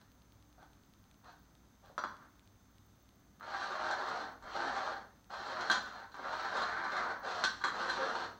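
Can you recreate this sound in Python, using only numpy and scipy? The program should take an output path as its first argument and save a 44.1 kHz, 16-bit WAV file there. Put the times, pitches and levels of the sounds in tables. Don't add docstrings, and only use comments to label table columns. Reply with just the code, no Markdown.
import sys
import numpy as np
from scipy import signal
from scipy.fft import rfft, irfft
from scipy.io import wavfile
from scipy.ndimage import uniform_filter1d

SR = 44100
rng = np.random.default_rng(int(sys.argv[2]) if len(sys.argv) > 2 else 0)


def inscribe(sig):
    pcm = np.round(np.clip(np.atleast_2d(sig).T, -1, 1) * 32767)
    wavfile.write(sys.argv[1], SR, pcm.astype(np.int16))


def linear_from_db(decibels):
    return 10 ** (np.asarray(decibels, float) / 20)


N = 369999


def unit(x):
    return x / np.sqrt(np.mean(x ** 2) + 1e-30)


def response(points, size=2048):
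    hz, db = np.transpose(points)
    log_hz = np.log(np.fft.rfftfreq(size, 1 / SR) + 1)
    cepstrum = irfft(np.interp(log_hz, np.log(hz), db) * np.log(10) / 20)
    cepstrum[1:size // 2] *= 2
    cepstrum[size // 2 + 1:] = 0
    h = irfft(np.exp(rfft(cepstrum)))
    return h / np.sqrt(np.sum(h ** 2))


def ring(x, hz, width_hz):
    r = np.exp(-np.pi * width_hz / SR)
    turn = 2 * np.pi * hz / SR
    gain = np.sin(turn) * np.sqrt(2 * (1 - r * r))
    return signal.lfilter([gain], [1, -2 * r * np.cos(turn), r * r], x)


def walk(rate, size, step=1):
    k = int(SR / rate / step)
    held = np.repeat(rng.standard_normal(size // k + 1), k)
    return 1.5 * uniform_filter1d(uniform_filter1d(held, k), k)[:size]


def band(x, lo_hz, hi_hz, order=2):
    return signal.sosfilt(signal.butter(order, [lo_hz, hi_hz], "band", fs=SR, output="sos"), x)


def below(x, hz):
    return signal.sosfiltfilt(signal.butter(2, hz, fs=SR, output="sos"), x)


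# f/Hz, density/dB
HISS_COLOUR = [(24, -29), (40, -4.5), (80, -6.5), (148, -3.5), (204, -3), (448, -15), (1330, -16),
               (2710, -28), (3560, -25.5), (5820, -28), (6270, -25), (6750, -29), (10500, -37),
               (14500, -31)]
# f/Hz, width/Hz, level/dB
HUMS = [(59.1, 3, -71), (100, 6.4, -71.5), (203.7, 2.4, -80), (255, 3.1, -79.5), (296.2, 4.8, -78.5),
        (3640, 4.5, -92)]


def house():
    hiss = signal.fftconvolve(rng.standard_normal(N), response(HISS_COLOUR))[:N]
    hums = sum(linear_from_db(db) * unit(ring(rng.standard_normal(N), hz, width)) for hz, width, db in HUMS)
    return unit(hiss) * linear_from_db(-67) + hums


# f/Hz, tremble/Hz, level/dB
WHINE_TONES = [(6120, 4, -97), (6240, 28, -84), (6460, 7, -91), (12904, 20, -99)]
# stop t/s, start t/s (no pause if the start comes first)
PAUSES = [
    (1.113, 0.99),
    (2.395, 2.428),
]
# first t/s, period/s, last t/s, level/dB
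TICK_SERIES = [
    (.0145, .30763, 8.39, -50),
    (.118, .30763, 1.1, -52),
    (.2205, .30763, 1.2, -53),
    (.002, .05008, 8.39, -62),
]
TICK_TRIM = [0.3, 0.3, 0.3, 0.3]
# f/Hz, width/Hz, level/dB
TICK_MODES = [(3500, 1600, 3.5), (4330, 1000, -6), (8400, 510, -7), (14000, 2500, -15)]
# f/Hz, width/Hz, level/dB
LATCH_MODES = [(2470, 700, 1), (3580, 640, 4), (6750, 1400, -5)]


def camera():
    t = np.arange(N) / SR
    running, ticks, latches = np.ones(N), np.zeros(N), np.zeros(N)
    for stop, start in PAUSES:
        running[int(stop * SR):int(start * SR)] = .1
        latches[int(stop * SR)] = linear_from_db(-48)
    for (first, period, last, db), trim_db in zip(TICK_SERIES, TICK_TRIM):
        i = (np.arange(first, last, period) * SR).astype(int)
        ticks[i] += linear_from_db(db + trim_db + .8 * rng.standard_normal(len(i)))
    whine = np.zeros(N)
    for hz, tremble_hz, db in WHINE_TONES:
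        phase = 2 * np.pi * np.cumsum(hz + tremble_hz * walk(150, N)) / SR
        whine += linear_from_db(db + 3.5) * np.sin(phase)
    clicks = sum(linear_from_db(db) * ring(ticks, hz, width) for hz, width, db in TICK_MODES)
    clicks += sum(linear_from_db(db) * ring(latches, hz, width) for hz, width, db in LATCH_MODES)
    clicks = signal.sosfilt(signal.butter(2, 2000, "high", fs=SR, output="sos"), clicks)
    beat = np.cos(2 * np.pi * 29.97 * t + 1.1)
    chirp = unit(ring(ring(rng.standard_normal(N), 15500, 1600), 15500, 1600))
    flicker_db = 4 * beat + 5 * walk(120, N)
    return whine * uniform_filter1d(running, 200) + clicks + chirp * linear_from_db(-88 + flicker_db)


# f/Hz, density/dB
GRIT_COLOUR = [(1470, -29.5), (2500, -5), (3010, -3.5), (3260, -1.5), (3820, -1.5), (4190, 2), (5010, -8.5),
               (6000, -9), (7270, -19.5), (7790, -19.5), (8310, -26.5), (10000, -31.5), (13000, -55),
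               (22000, -120)]
# f/Hz, level/dB, t60/s
HELD_MODES = [(588, -6, 0.065), (1012, -12, 0.065), (1278, -3, 0.041), (3395, -13.5, 0.05),
              (4050, -19.5, .06), (4600, -24.5, 0.033), (5870, -18.5, 0.042), (6800, -39, 0.043),
              (7460, -40, .03)]
# f/Hz, level/dB, t60/s
FREE_MODES = [(1170, -15, 0.072), (1526.7, -8.5, 0.075), (3300, -18.5, 0.066), (3660, -16, 0.027),
              (1485, -8, 0.15), (4086, -10, 0.037), (4280, -22.5, 0.057), (5930, -27, 0.05),
              (6760, -25, 0.057), (7600, -32, .04), (9400, -37.5, 0.05), (10000, -46.5, 0.045),
              (12050, -43.5, .02), (12800, -44, .025)]
SET_DOWN_S = 3.0
CONTACT_HZ = 300


def pot(crack, wall, patchy_db, damping, edge_db):
    out = signal.fftconvolve(crack, response(GRIT_COLOUR))[:N]
    held = np.arange(N) < SET_DOWN_S * SR
    for modes, share in ((HELD_MODES, held), (FREE_MODES, ~held)):
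        for hz, db, t60 in modes:
            stilled_db = edge_db * (hz < 2000 or hz > 7000)
            gain = linear_from_db(db + stilled_db + patchy_db * walk(7, N // 50 + 1, step=50))
            push = wall * share * np.repeat(gain, 50)[:N]
            push = band(push, hz - CONTACT_HZ, hz + CONTACT_HZ, order=1)
            out = out + ring(push, hz, damping * np.log(1000) / np.pi / t60)
    return out


BREAKAWAY = 0.24


def speed(t, start, full, slows, stop):
    rise = np.sin(np.pi / 2 * np.clip((t - start) / max(full - start, .003), 0, 1))
    fall = np.sin(np.pi / 2 * np.clip((stop - t) / max(stop - slows, .003), 0, 1))
    return np.maximum((BREAKAWAY + (1 - BREAKAWAY) * rise) * fall, .01)


# f/Hz, density/dB
BOARD_COLOUR = [(59, -49.5), (100, -25.5), (124, -28), (207, -10), (324, -13.5), (475, -6), (528, -8.5),
                (579, -3), (796, -1.5), (1520, 1), (2350, -17), (3060, -62.5), (5170, -120)]
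# start t/s, full speed t/s, slowing t/s, stop t/s, drag level/dB at full speed
HAND_PUSHES = [(0.001, 0.002, 0.01, .05, -64.5), (.566, 0.602, 0.61, 0.67, -61.5),
               (1.228, 1.26, 1.28, 1.37, -56.5), (1.825, 1.853, 1.84, 1.935, -62),
               (2.165, 2.215, 2.22, 2.32, -57.5), (3.396, 3.558, 3.91, 3.94, -40.5),
               (3.805, 3.878, 4.17, 4.355, -40), (4.412, 4.67, 4.74, 5.074, -37.5),
               (5.292, 5.324, 5.48, 5.6, -45.5), (5.41, 5.56, 5.71, 5.73, -39),
               (5.706, 5.722, 5.7, 5.84, -34), (5.805, 5.874, 5.992, 6.082, -48),
               (6.122, 6.325, 6.61, 6.64, -39.5), (6.505, 6.567, 6.62, 6.7, -37.5),
               (6.612, 6.692, 7, 7.06, -36.5), (6.915, 6.982, 7.065, 7.22, -37),
               (7.218, 7.263, 7.43, 7.47, -38.5), (7.442, 7.45, 7.37, 7.49, -34.5),
               (7.542, 7.602, 7.9, 8, -52), (7.646, 7.657, 7.55, 7.752, -39),
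               (7.715, 7.775, 7.955, 8.005, -37), (7.965, 7.99, 8.04, 8.105, -36.5),
               (8.035, 8.085, 8.2, 8.32, -39.5)]
# grit level/dB, board belly level/dB, wall level/dB,
# trapped air f/Hz, trapped air level/dB
SEATS = [(-3.5, -14, -11, 801, -26), (-10.5, -2, -8, 690, -7), (-9.5, -2, -6, 790, -13),
         (-7, 0, -9, 640, -12), (-18, -13, -13, 740, -26), (-10, -3, -9, 793, -17),
         (-12, -2.5, -11, 801, -19), (-10, -3.5, -7, 795, -15), (-7.5, -3, 0.5, 810, -19),
         (-11, -3.5, -8, 720, -19), (-10, -7, 2, 800, -19), (-11, -5.5, -11, 798, -21),
         (-12, -3, -8, 958, -19), (-10.5, -4.5, -9, 970, -24), (-15.5, -11, -12, 950, -27),
         (-14.5, -4, -12, 958, -18), (-10, -0.5, -6, 690, -20), (-6.5, -7.5, 1, 621, -18),
         (-9, -5, -11, 480, -21), (-13, -8, -11, 527, -17.5), (-11, -3, -13, 531, -12),
         (-10, -0.5, -11, 527, -9), (-11, -1.5, -9, 530, -15)]
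DRAG_DB_PER_DECADE = 35.5
RUMBLE_DB, SLOW_RUMBLE, SLOW_GRIT = -15, 0.31, -0.23
ROCK_DB, ROCK_PER_S = 2.5, 12.45
AIR_Q = 18
STEADY_S = .07


def slides():
    tap, belly, rumble, grit, wall, hollow = np.zeros((6, N))
    for (*moments, full_db), (grit_db, belly_db, wall_db, air_hz, air_db) in zip(HAND_PUSHES, SEATS):
        i = np.arange(int(moments[0] * SR), min(int(moments[-1] * SR), N))
        n = len(i)
        lost_db = -DRAG_DB_PER_DECADE * np.log10(speed(i / SR, *moments))
        drag_db = full_db - lost_db
        caught, side, size = rng.random((n, 3)).T
        grains = (caught < 2500 / SR) * np.sign(side - .5)
        grains = grains * linear_from_db(-2.2 * np.log(size + .01))
        judder = grains * linear_from_db(2.33 * walk(70.3, n))
        steady = np.sqrt(uniform_filter1d(judder ** 2, int(STEADY_S * SR)) + 1e-9)
        drag = judder / steady * linear_from_db(drag_db - 5)
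        fine = unit(rng.standard_normal(n) * linear_from_db(1.55 * walk(42.7, n))) * linear_from_db(drag_db - 13)
        belly_rock, rumble_rock, grit_rock = [ROCK_DB * walk(ROCK_PER_S, n) for _ in range(3)]
        rumble_db = RUMBLE_DB + 14 + 0.35 * belly_db + SLOW_RUMBLE * lost_db
        tap[i] += drag * linear_from_db(.7 * walk(18, n))
        belly[i] += drag * linear_from_db(belly_db + 3.5 + belly_rock)
        rumble[i] += drag * linear_from_db(rumble_db + rumble_rock)
        grit[i] += (0.68 * drag + 0.91 * fine) * linear_from_db(grit_db + SLOW_GRIT * lost_db + .5 * grit_rock)
        wall[i] += drag * linear_from_db(wall_db - 11)
        puff = np.zeros(N)
        puff[i] = drag * linear_from_db(air_db + 3 * walk(20, n))
        hollow += ring(puff, air_hz, air_hz / AIR_Q)
    push = tap + below(belly - tap, 950) + below(rumble - belly, 420)
    boards = signal.fftconvolve(push, response(BOARD_COLOUR))[:N]
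    return boards + pot(grit, wall, patchy_db=4, damping=2.4, edge_db=-8) + hollow


# delay t/ms, level/dB
REFLECTIONS = [(1.6, -12), (5.4, -8), (7.8, -13), (11.2, -7), (14, -14), (29, -14)]
# f/Hz, t60/s
TAIL_BANDS = [(250, 0.82), (700, 0.38), (1400, 0.43), (2800, 0.37), (5600, 0.45), (11000, 0.17)]
TAIL_DB = -2


def room(dry, count=4):
    t = np.arange(int(.8 * SR)) / SR
    place = np.arange(N) / SR / .09
    out = dry
    for k in range(count):
        tail = 0
        for hz, t60 in TAIL_BANDS:
            noise = band(rng.standard_normal(len(t)), hz / 1.61, min(hz * 1.465, 20000))
            tail = tail + noise * linear_from_db(-60 * t / t60)
        tail = tail * (1 - np.exp(-t / 0.0031))
        h = tail / np.sqrt(np.sum(tail ** 2)) * linear_from_db(TAIL_DB)
        for (ms, db), shift in zip(REFLECTIONS, rng.uniform(-1, 1, len(REFLECTIONS))):
            h[int((ms + .35 * shift) * SR / 1000)] += linear_from_db(db)
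        away = np.abs((place - k + count / 2) % count - count / 2)
        here = dry * np.cos(np.pi / 2 * np.minimum(away, 1))
        out = out + signal.fftconvolve(here, h)[:N]
    return out


# t/s, peak level/dB, crack level/dB over thump, wall level/dB,
# thump f/Hz
BLOWS = [(0.581, -59, -24, -15, 710), (0.627, -52.5, -23, -7, 776), (1.24, -56, -17, -19, 880),
         (1.84, -57, -16, -8, 677), (1.899, -53, -20, -16, 640), (1.979, -27, -11.5, -7, 1200),
         (3.409, -42, -22, -13, 1270), (3.429, -45, -9, -10, 1580), (4.424, -47, -3, -18, 1170),
         (5.304, -47, -6, -11, 1240), (5.699, -21.5, -28, 1.5, 1308), (5.713, -29.5, 2.5, 1, 1401),
         (5.717, -28.5, 1, 5, 1480), (6.143, -39, -9, -20, 1166), (6.193, -38.5, -21, -14, 770),
         (7.4384, -22, -0.5, -2, 1400), (7.449, -33.5, 4, 1.5, 1486), (7.614, -39, -25, -1, 1170),
         (7.639, -25.5, -8, -4, 1530), (7.645, -23, -12, -6.5, 1170), (7.667, -30.5, -12, -1.5, 1470),
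         (7.683, -32, -16, -2.5, 1470),
         (2.0382, -26.5, -16, -12, 1180),
]
# t/s, peak level/dB, wall level/dB
TOUCHES = [(3.465, -63, -8), (3.6564, -52, -15), (3.9094, -40, -6), (4.0847, -45, -12), (4.5313, -51, -11),
           (5.4, -59, 1), (5.6077, -42, -4.5), (6.117, -57.5, -5), (6.567, -44.5, -2),
           (6.6197, -42.5, -2.5), (6.8427, -49, -6), (6.9186, -50, -3), (6.9646, -46, -3),
           (7.283, -55.5, -4), (7.8958, -41.5, 1)]
CHATTER_S = .0018
THUD_DB, THUD_HZ = -5.5, 513


def knocks():
    thumps, thud, crack, wall = np.zeros((4, N))
    t = np.arange(600) / SR
    n = len(t)
    swell = t / CHATTER_S * np.exp(-t / CHATTER_S)
    chatter = rng.standard_normal((60, n)) * swell / np.sqrt(np.sum(swell ** 2))
    for (s, peak_db, crack_db, wall_db, hz), rim in zip(BLOWS, chatter):
        i = int(s * SR)
        cycles = hz * t / 0.81
        envelope = cycles ** 2 * np.exp(2 - 2 * cycles)
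        thumps[i:i + n] += linear_from_db(peak_db + 4) * envelope * np.sin(2 * np.pi * hz * t)
        thud[i] += linear_from_db(peak_db + THUD_DB)
        crack[i:i + n] += linear_from_db(peak_db + crack_db + 14) * rim
        wall[i + 30] += linear_from_db(peak_db + wall_db + 19)
    for (s, peak_db, wall_db), rim in zip(TOUCHES, chatter[::-1]):
        i = int(s * SR)
        crack[i:i + n] += linear_from_db(peak_db + 19) * rim
        wall[i + 30] += linear_from_db(peak_db + wall_db + 31.5)
    crack = crack - .8 * below(crack, 3100)
    boards = band(signal.fftconvolve(thud, response(BOARD_COLOUR))[:N], 150, THUD_HZ)
    return thumps + 10 * boards + pot(crack, wall, patchy_db=1.5, damping=1.1, edge_db=0.2)


# t/s, f/Hz, level/dB
HEEL_THUD = (4.45, 42, -52)


def heel():
    s, hz, db = HEEL_THUD
    t = np.arange(N) / SR - s
    return linear_from_db(db) * np.exp(-(t / 0.0091) ** 2) * np.sin(2 * np.pi * hz * t)


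# lower f/Hz, upper f/Hz
SHADOWS = [(10350, 11400), (14500, 18000)]


def scene():
    pots = room(band(slides() + knocks(), 120, 18000))
    for lo_hz, hi_hz in SHADOWS:
        pots = signal.sosfilt(signal.butter(2, [lo_hz, hi_hz], "bandstop", fs=SR, output="sos"), pots)
    return (pots + house() + heel() + camera())[None]


def roll_off(x):
    return signal.sosfilt(signal.butter(12, 15940, fs=SR, output="sos"), x)


def record(dry):
    mix = signal.sosfilt(signal.ellip(10, .2, 70, 15800, fs=SR, output="sos"), dry)
    return roll_off(mix)


dry = scene()
out = record(dry)
inscribe(out)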